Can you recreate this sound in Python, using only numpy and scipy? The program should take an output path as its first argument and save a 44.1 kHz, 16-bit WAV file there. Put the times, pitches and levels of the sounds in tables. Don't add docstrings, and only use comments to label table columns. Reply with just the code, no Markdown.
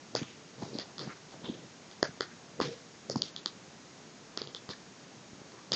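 import sys
import numpy as np
from scipy import signal
from scipy.fft import rfft, irfft, next_fast_len
from scipy.io import wavfile
from scipy.ndimage import uniform_filter1d, map_coordinates

SR = 44100
rng = np.random.default_rng(int(sys.argv[2]) if len(sys.argv) > 2 else 0)


def inscribe(sig):
    pcm = np.round(np.clip(np.atleast_2d(sig).T, -1, 1) * 32767)
    wavfile.write(sys.argv[1], SR, pcm.astype(np.int16))


def how_loud(loudness_db):
    steps = np.asarray(loudness_db, float) / 20
    return 10 ** steps


N = 253575


def unit(x):
    return x / np.sqrt(np.mean(x ** 2) + 1e-20)


def along(points, hz):
    f, value = np.transpose(points)
    return np.interp(np.log(hz + 1), np.log(f + 1), value)


def filtered(x, response):
    m = next_fast_len(len(x) + 8192)
    spectrum = rfft(x, m) * response(np.fft.rfftfreq(m, 1 / SR))
    return irfft(spectrum, m)[:len(x)]


def resonance(f, hz, width_hz):
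    return 1j * f * width_hz / (hz * hz - f * f + 1j * f * width_hz)


def wobble(rate):
    knots = rng.standard_normal(int(N * rate / SR) + 4)
    return map_coordinates(knots, [np.arange(N) * rate / SR])


def ring(t, hz, t60, attack):
    x = np.sin(2 * np.pi * hz * t) * how_loud(-60 * t / t60) * (1 - np.exp(-t / attack))
    return x / np.abs(x).max()


def mix_in(out, time_s, sound):
    out[round(time_s * SR):][:len(sound)] += sound


# (frequency [Hz], density [dB per Hz])
HISS_SPECTRUM = [(15, -63), (25, 2), (49, -18.5), (154, -0.5), (258, -4.5), (355, -6.5), (443, -7.5),
                 (477, -10), (672, -11.5), (1100, -14.5), (1670, -16), (3080, -19.5), (6770, -18),
                 (8040, -14), (8870, -20.5), (11500, -86), (19500, -120)]
HISS_DB = -52.5


def hiss():
    air = unit(filtered(rng.standard_normal(N), lambda f: how_loud(along(HISS_SPECTRUM, f))))
    bass = filtered(air, lambda f: 1 / (1 + (f / 600) ** 2))
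    return how_loud(HISS_DB) * (air + bass * (how_loud(0.73 * wobble(24)) - 1))


# (frequency [Hz], t60 [s])
ROOM_DECAY = [(200, 0.16), (1500, 0.11), (4500, 0.13), (8000, 0.084)]
# (delay [s], level [dB])
ECHOES = [
    (.0108, -11),
    (.0168, -18),
    (.0205, -21),
    (.0235, -21),
    (.031, -22),
]


def answered(x, wet_db):
    hz, t, z = signal.stft(rng.standard_normal(len(x)), SR, nperseg=256)
    decay = how_loud(-60 * t / along(ROOM_DECAY, hz)[:, None])
    tail = signal.istft(z * decay, SR, nperseg=256)[1][:len(x)]
    tail = tail * np.clip(np.arange(len(x)) / SR / .016, 0, 1) ** 3
    response = how_loud(-1.0) * tail / np.linalg.norm(tail)
    for delay, db in ECHOES:
        first = int(delay * SR)
        response[first] += how_loud(db + 4.5)
        response[first + rng.integers(4, 30)] += how_loud(db + 1.5) * rng.standard_normal()
    return x + how_loud(wet_db) * signal.fftconvolve(x, response)[:len(x)]


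# (frequency [Hz], density [dB per Hz])
CUSHION_SPECTRUM = [(70, -19), (130, 1), (250, -5), (480, -6.5), (800, -23), (1200, -43.5)]
# (start [s], length [s], level [dB])
SHIFTS = [(0.122, 0.12, -43), (0.523, 0.26, -47.5), (0.714, 0.13, -44), (.95, 0.21, -48),
          (1.338, 0.36, -49.5), (2.16, .08, -67), (2.548, 0.19, -42.5), (3.045, 0.26, -45),
          (4.342, 0.25, -56), (4.686, 0.035, -43.5), (5.325, 0.11, -64), (5.416, 0.22, -56),
          (5.701, 0.096, -43)]
SHIFT_RISE, SHIFT_HOLD = 0.23, 0.36


def rubbing():
    t = np.arange(N) / SR
    weight = np.zeros(N)
    for start, length, db in SHIFTS:
        rise = (t - start) / SHIFT_RISE
        fall = (start + length - t) / (1 - SHIFT_RISE - SHIFT_HOLD)
        weight += how_loud(db) * np.clip(np.minimum(rise, fall) / length, 0, 1)
    clumps = how_loud(4 * np.tanh(wobble(45)) + 3 * np.tanh(wobble(300)))
    slips = rng.standard_normal(N) * clumps
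    grumble = unit(filtered(slips, lambda f: how_loud(along(CUSHION_SPECTRUM, f))))
    return uniform_filter1d(weight, size=441) * grumble


# (start [s], fall [s], centre [Hz], width over centre [ratio], peak level [dB])
FRAYS = [(0.16, 0.09, 2240, 0.74, -42.5), (0.159, 0.11, 6360, .14, -47), (2.041, 0.066, 1520, 0.37, -43.5),
         (2.04, .06, 6200, 0.15, -50), (2.216, 0.088, 1510, 0.25, -46.5), (2.608, 0.12, 1870, 1.7, -40),
         (2.616, 0.13, 3750, 0.26, -45), (2.626, 0.18, 5400, .14, -50.5), (2.643, .16, 466, 0.12, -41),
         (3.228, 0.1, 4270, .6, -46.5), (4.38, 0.11, 1500, 2, -46.5), (5.726, .043, 1860, 1.2, -40.5)]
FRAY_RISE_S = 0.0055
# (start [s], length [s], centre [Hz], width over centre [ratio], peak level [dB])
STROKES = [(0.239, 0.2, 2750, 0.45, -56.5), (0.558, 0.37, 4930, 0.49, -54.5), (0.587, 0.17, 610, 0.91, -48),
           (0.722, 0.14, 4330, 0.19, -49.5), (.72, 0.35, 597, 1, -55), (0.773, 0.09, 2440, 0.97, -48),
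           (0.983, 0.24, 1460, 0.77, -54), (0.988, 0.24, 4440, 0.38, -56.5),
           (1.085, 0.074, 1260, 0.52, -47), (1.092, 0.086, 2240, 0.16, -58), (1.3, 0.18, 675, 0.75, -58.5),
           (1.422, 0.19, 3470, 0.22, -47), (1.425, 0.11, 860, 0.75, -50), (2.302, 0.074, 1680, .3, -54.5),
           (4.686, 0.09, 4170, 0.36, -47), (4.721, 0.062, 1680, 0.25, -54.5),
           (5.499, 0.26, 1160, 0.35, -59.5)]
STROKE_RISE = 0.23


def scuffs():
    out, t = np.zeros(N), np.arange(SR // 2) / SR
    grain = how_loud(3 * np.tanh(wobble(70)) + 3.5 * np.tanh(wobble(350)))
    rows = [(start, FRAY_RISE_S, *rest) for start, *rest in FRAYS]
    for start, length, *rest in STROKES:
        rows.append((start, STROKE_RISE * length, (1 - STROKE_RISE) * length, *rest))
    for start, rise, fall, hz, width, db in rows:
        swell = np.sin(np.pi / 2 * t / rise) ** 2
        stroke = np.where(t < rise, swell, how_loud(-20 * (t - rise) / fall))
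        piece = out[round(start * SR):][:len(t)]
        slips = rng.standard_normal(len(t))
        slips[:len(piece)] *= grain[round(start * SR):][:len(t)]
        cloth = unit(filtered(slips, lambda f: resonance(f, hz, 1.42 * width * hz) ** 2))
        piece += (how_loud(db) * stroke * cloth)[:len(piece)]
    return out


# (time [s], peak level [dB], pitch [Hz])
THUMPS = [(0.149, -23.5, 463), (.214, -30, 268), (.22, -28.5, 180), (.623, -31.5, 298), (.63, -33, 145),
          (0.729, -38, 373), (.751, -31, 286), (.787, -36, 340), (1.012, -37.5, 342), (1.073, -35, 184),
          (1.34, -43, 324), (1.439, -37, 224), (1.487, -33, 342), (1.495, -25.5, 240), (1.56, -50, 252),
          (2.027, -22.5, 408), (2.089, -37, 151), (2.175, -49, 250), (2.205, -25, 410), (2.599, -21.5, 440),
          (2.612, -22.5, 291), (3.097, -25, 534), (3.156, -24, 263), (3.163, -24, 174), (3.459, -39.5, 320),
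          (4.373, -34.5, 396), (4.414, -32, 407), (4.548, -42, 430), (4.688, -37, 144), (5.717, -28, 560)]
SWING_T60_S, SWING_REF_HZ, SWING_LAW = 0.018, 300, 0.59
# (time [s], peak level [dB], pitch [Hz])
KNOCKS = [(.15, -24.5, 733), (.623, -35, 624), (.751, -43, 760), (.787, -33, 545), (1.012, -38, 720),
          (1.073, -39.5, 765), (1.34, -40.5, 630), (2.027, -16, 578), (2.027, -26.5, 980),
          (2.173, -44, 546), (2.6, -23, 1050), (2.612, -50, 1000), (3.156, -25.5, 920), (3.459, -47, 830),
          (4.373, -37, 600), (4.472, -38, 400), (5.33, -38, 170), (5.415, -39.5, 300)]
KNOCK_T60_S, KNOCK_ATTACK_S = 0.0074, .001


def thumps():
    out, t = np.zeros(N + SR), np.arange(int(SR * .4)) / SR
    air_push = 0.041 * ring(t, 141, 0.24, 0.0088)
    for time, db, hz in THUMPS:
        t60 = SWING_T60_S * (SWING_REF_HZ / hz) ** SWING_LAW
        swing = ring(t, hz, t60, .5 / hz)
        mix_in(out, time + .0015, how_loud(db) * (answered(swing, wet_db=-19.5) + air_push))
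    for time, db, hz in KNOCKS:
        knock = ring(t, hz, KNOCK_T60_S, KNOCK_ATTACK_S)
        mix_in(out, time + .0015, how_loud(db) * answered(knock, wet_db=-14.5))
    return out[:N]


# (time [s], snap peak level [dB], snap pitch [Hz], room level [dB], weave level [dB])
CLAWS = [(0.1511, -16, 4820, -5.5, -26), (0.2308, -33, 2890, -9, -14), (.7522, -44, 4630, -19, -32),
         (0.786, -22.5, 4380, -9, -26.5), (0.9811, -28, 3930, -2.5, -17.5),
         (0.9928, -26.5, 4040, -3.5, -17), (3.0978, -21.5, 5200, -3, -22), (3.1591, -26, 5020, -2.5, -26),
         (3.2194, -11, 4000, -17.5, -35), (3.2625, -38.5, 3320, 1.5, -28), (3.3626, -23, 3570, -9, -26.5),
         (3.459, -14, 3970, -13, -21), (4.374, -18, 4070, -12, -20.5), (4.4169, -22.5, 4080, -11.5, -22),
         (4.4724, -32, 3700, -9, -33), (4.5474, -24.5, 3800, -6.5, -22), (5.7191, -12.5, 4140, -2, -27.5),
         (5.7344, -15.5, 4760, -13, -22.5), (3.3797, -37, 4000, -13, -25)]
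CLAW_WEAVE_HZ = 1187
# (time [s], snap peak level [dB], snap pitch [Hz], room level [dB], weave pitch [Hz])
TEETH = [(0.1604, -24.5, 5140, -7.5, 1420), (0.2206, -41, 2800, -2, 1090), (0.797, -28.5, 4000, -1, 1850),
         (1.0195, -38, 4840, 3, 2040), (1.309, -42, 3850, 0, 2080), (1.9123, -36.5, 3600, -6, 2030),
         (2.0279, -12, 4640, -13.5, 1620), (2.2071, -17, 4040, -10, 1360), (2.6009, -27.5, 4430, 1.5, 1070),
         (2.612, -22.5, 4000, -7, 1160), (4.6901, -30.5, 3780, -3.5, 1090), (5.5194, -44, 3950, -9, 900)]
TOOTH_WEAVE_DB = -10
# (frequency [Hz], width [Hz], level [dB])
PORT = [(3400, 520, -2.5), (4750, 1100, 0), (6500, 700, -8)]
# (frequency [Hz], width [Hz], depth [0-1])
CANCELLED = [(3880, 300, .5), (5800, 500, .4)]
CLAW_SHADE, TOOTH_SHADE = 0.18, 0.77
LEAD_IN_S = 220 / SR
SNAP_WIDTH = 0.5


def port(f):
    return sum(how_loud(db) * resonance(f, hz, width) for hz, width, db in PORT)


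def cushion_dip(f):
    return (1 - .58 * resonance(f, 2550, 480)) ** 2


def arm_shadow(f, shade):
    dips = [1 - shade * depth * resonance(f, hz, width) for hz, width, depth in CANCELLED]
    return np.prod(dips, axis=0) ** 2


def plucked_weave(t, hz):
    weave = ring(t, hz, .009, .0002)
    weave -= .6 * ring(t, 1950, .012, .0004)
    weave += .5 * ring(t, 850, .006, .0002)
    weave += .5 * ring(t, 1250, .007, .0002)
    return weave


def snags():
    out, t = np.zeros(N + SR), np.arange(int(SR * .4)) / SR
    late = t - LEAD_IN_S
    lead_in, fray = .02 * how_loud(-20 * abs(late) / .004), .08 * how_loud(-60 * abs(late) / .005)
    fizz = np.where(late < 0, lead_in, fray)
    rows = [(*row, CLAW_WEAVE_HZ, CLAW_SHADE) for row in CLAWS]
    rows += [(*row, TOOTH_WEAVE_DB, weave_hz, TOOTH_SHADE) for *row, weave_hz in TEETH]
    for time, db, hz, wet_db, weave_db, weave_hz, shade in rows:
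        release = abs(late) < .5 / SR
        burst = release + fizz * rng.standard_normal(len(t))
        snap = filtered(burst, lambda f: port(f) * resonance(f, hz, SNAP_WIDTH * hz) ** 2)
        weave = np.roll(plucked_weave(t, weave_hz), round(LEAD_IN_S * SR))
        click = filtered(snap / np.abs(snap).max() + how_loud(weave_db) * weave, cushion_dip)
        direct = filtered(click, lambda f: arm_shadow(f, shade))
        heard = answered(click, wet_db) - click + direct
        mix_in(out, time + .0007 - LEAD_IN_S, how_loud(db) * heard)
    return out[:N]


def scene():
    return (hiss() + rubbing() + scuffs() + thumps() + snags())[None]


def band_limit(x):
    return signal.sosfilt(signal.butter(12, 9020, fs=SR, output="sos"), x)


# (from [s], to [s], from [Hz], to [Hz])
DROPOUTS = [(.16, .21, 7600, 8500), (.805, .845, 7600, 8500), (1.52, 1.55, 8500, 9500),
            (1.525, 1.55, 7100, 7500), (2.015, 2.075, 7100, 9500), (2.19, 2.2, 7600, 9500),
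            (2.262, 2.272, 7600, 9500), (3.195, 3.232, 7100, 9500), (3.31, 3.345, 7300, 9500),
            (3.345, 3.43, 7600, 8600), (4.38, 4.505, 7600, 8500), (4.38, 4.43, 6600, 6900),
            (5.72, 5.75, 7700, 8500)]


def record(dry):
    treble = [(6800, 1), (7600, -10.5), (8400, -21), (9050, -30.5), (9200, -66)]  # (Hz, dB)
    edges = lambda f: (1j * f / (75 + 1j * f)) ** 2 * how_loud(along(treble, f))
    hz, t, z = signal.stft(filtered(dry[0], edges), SR, nperseg=512, noverlap=384)
    for start, end, low, high in DROPOUTS:
        in_band = (hz[:, None] > low) & (hz[:, None] < high)
        z[in_band & (t > start) & (t < end)] = 0
    kept = signal.istft(z, SR, nperseg=512, noverlap=384)[1][:N]
    return band_limit(kept[None])


dry = scene()
out = record(dry)
inscribe(out)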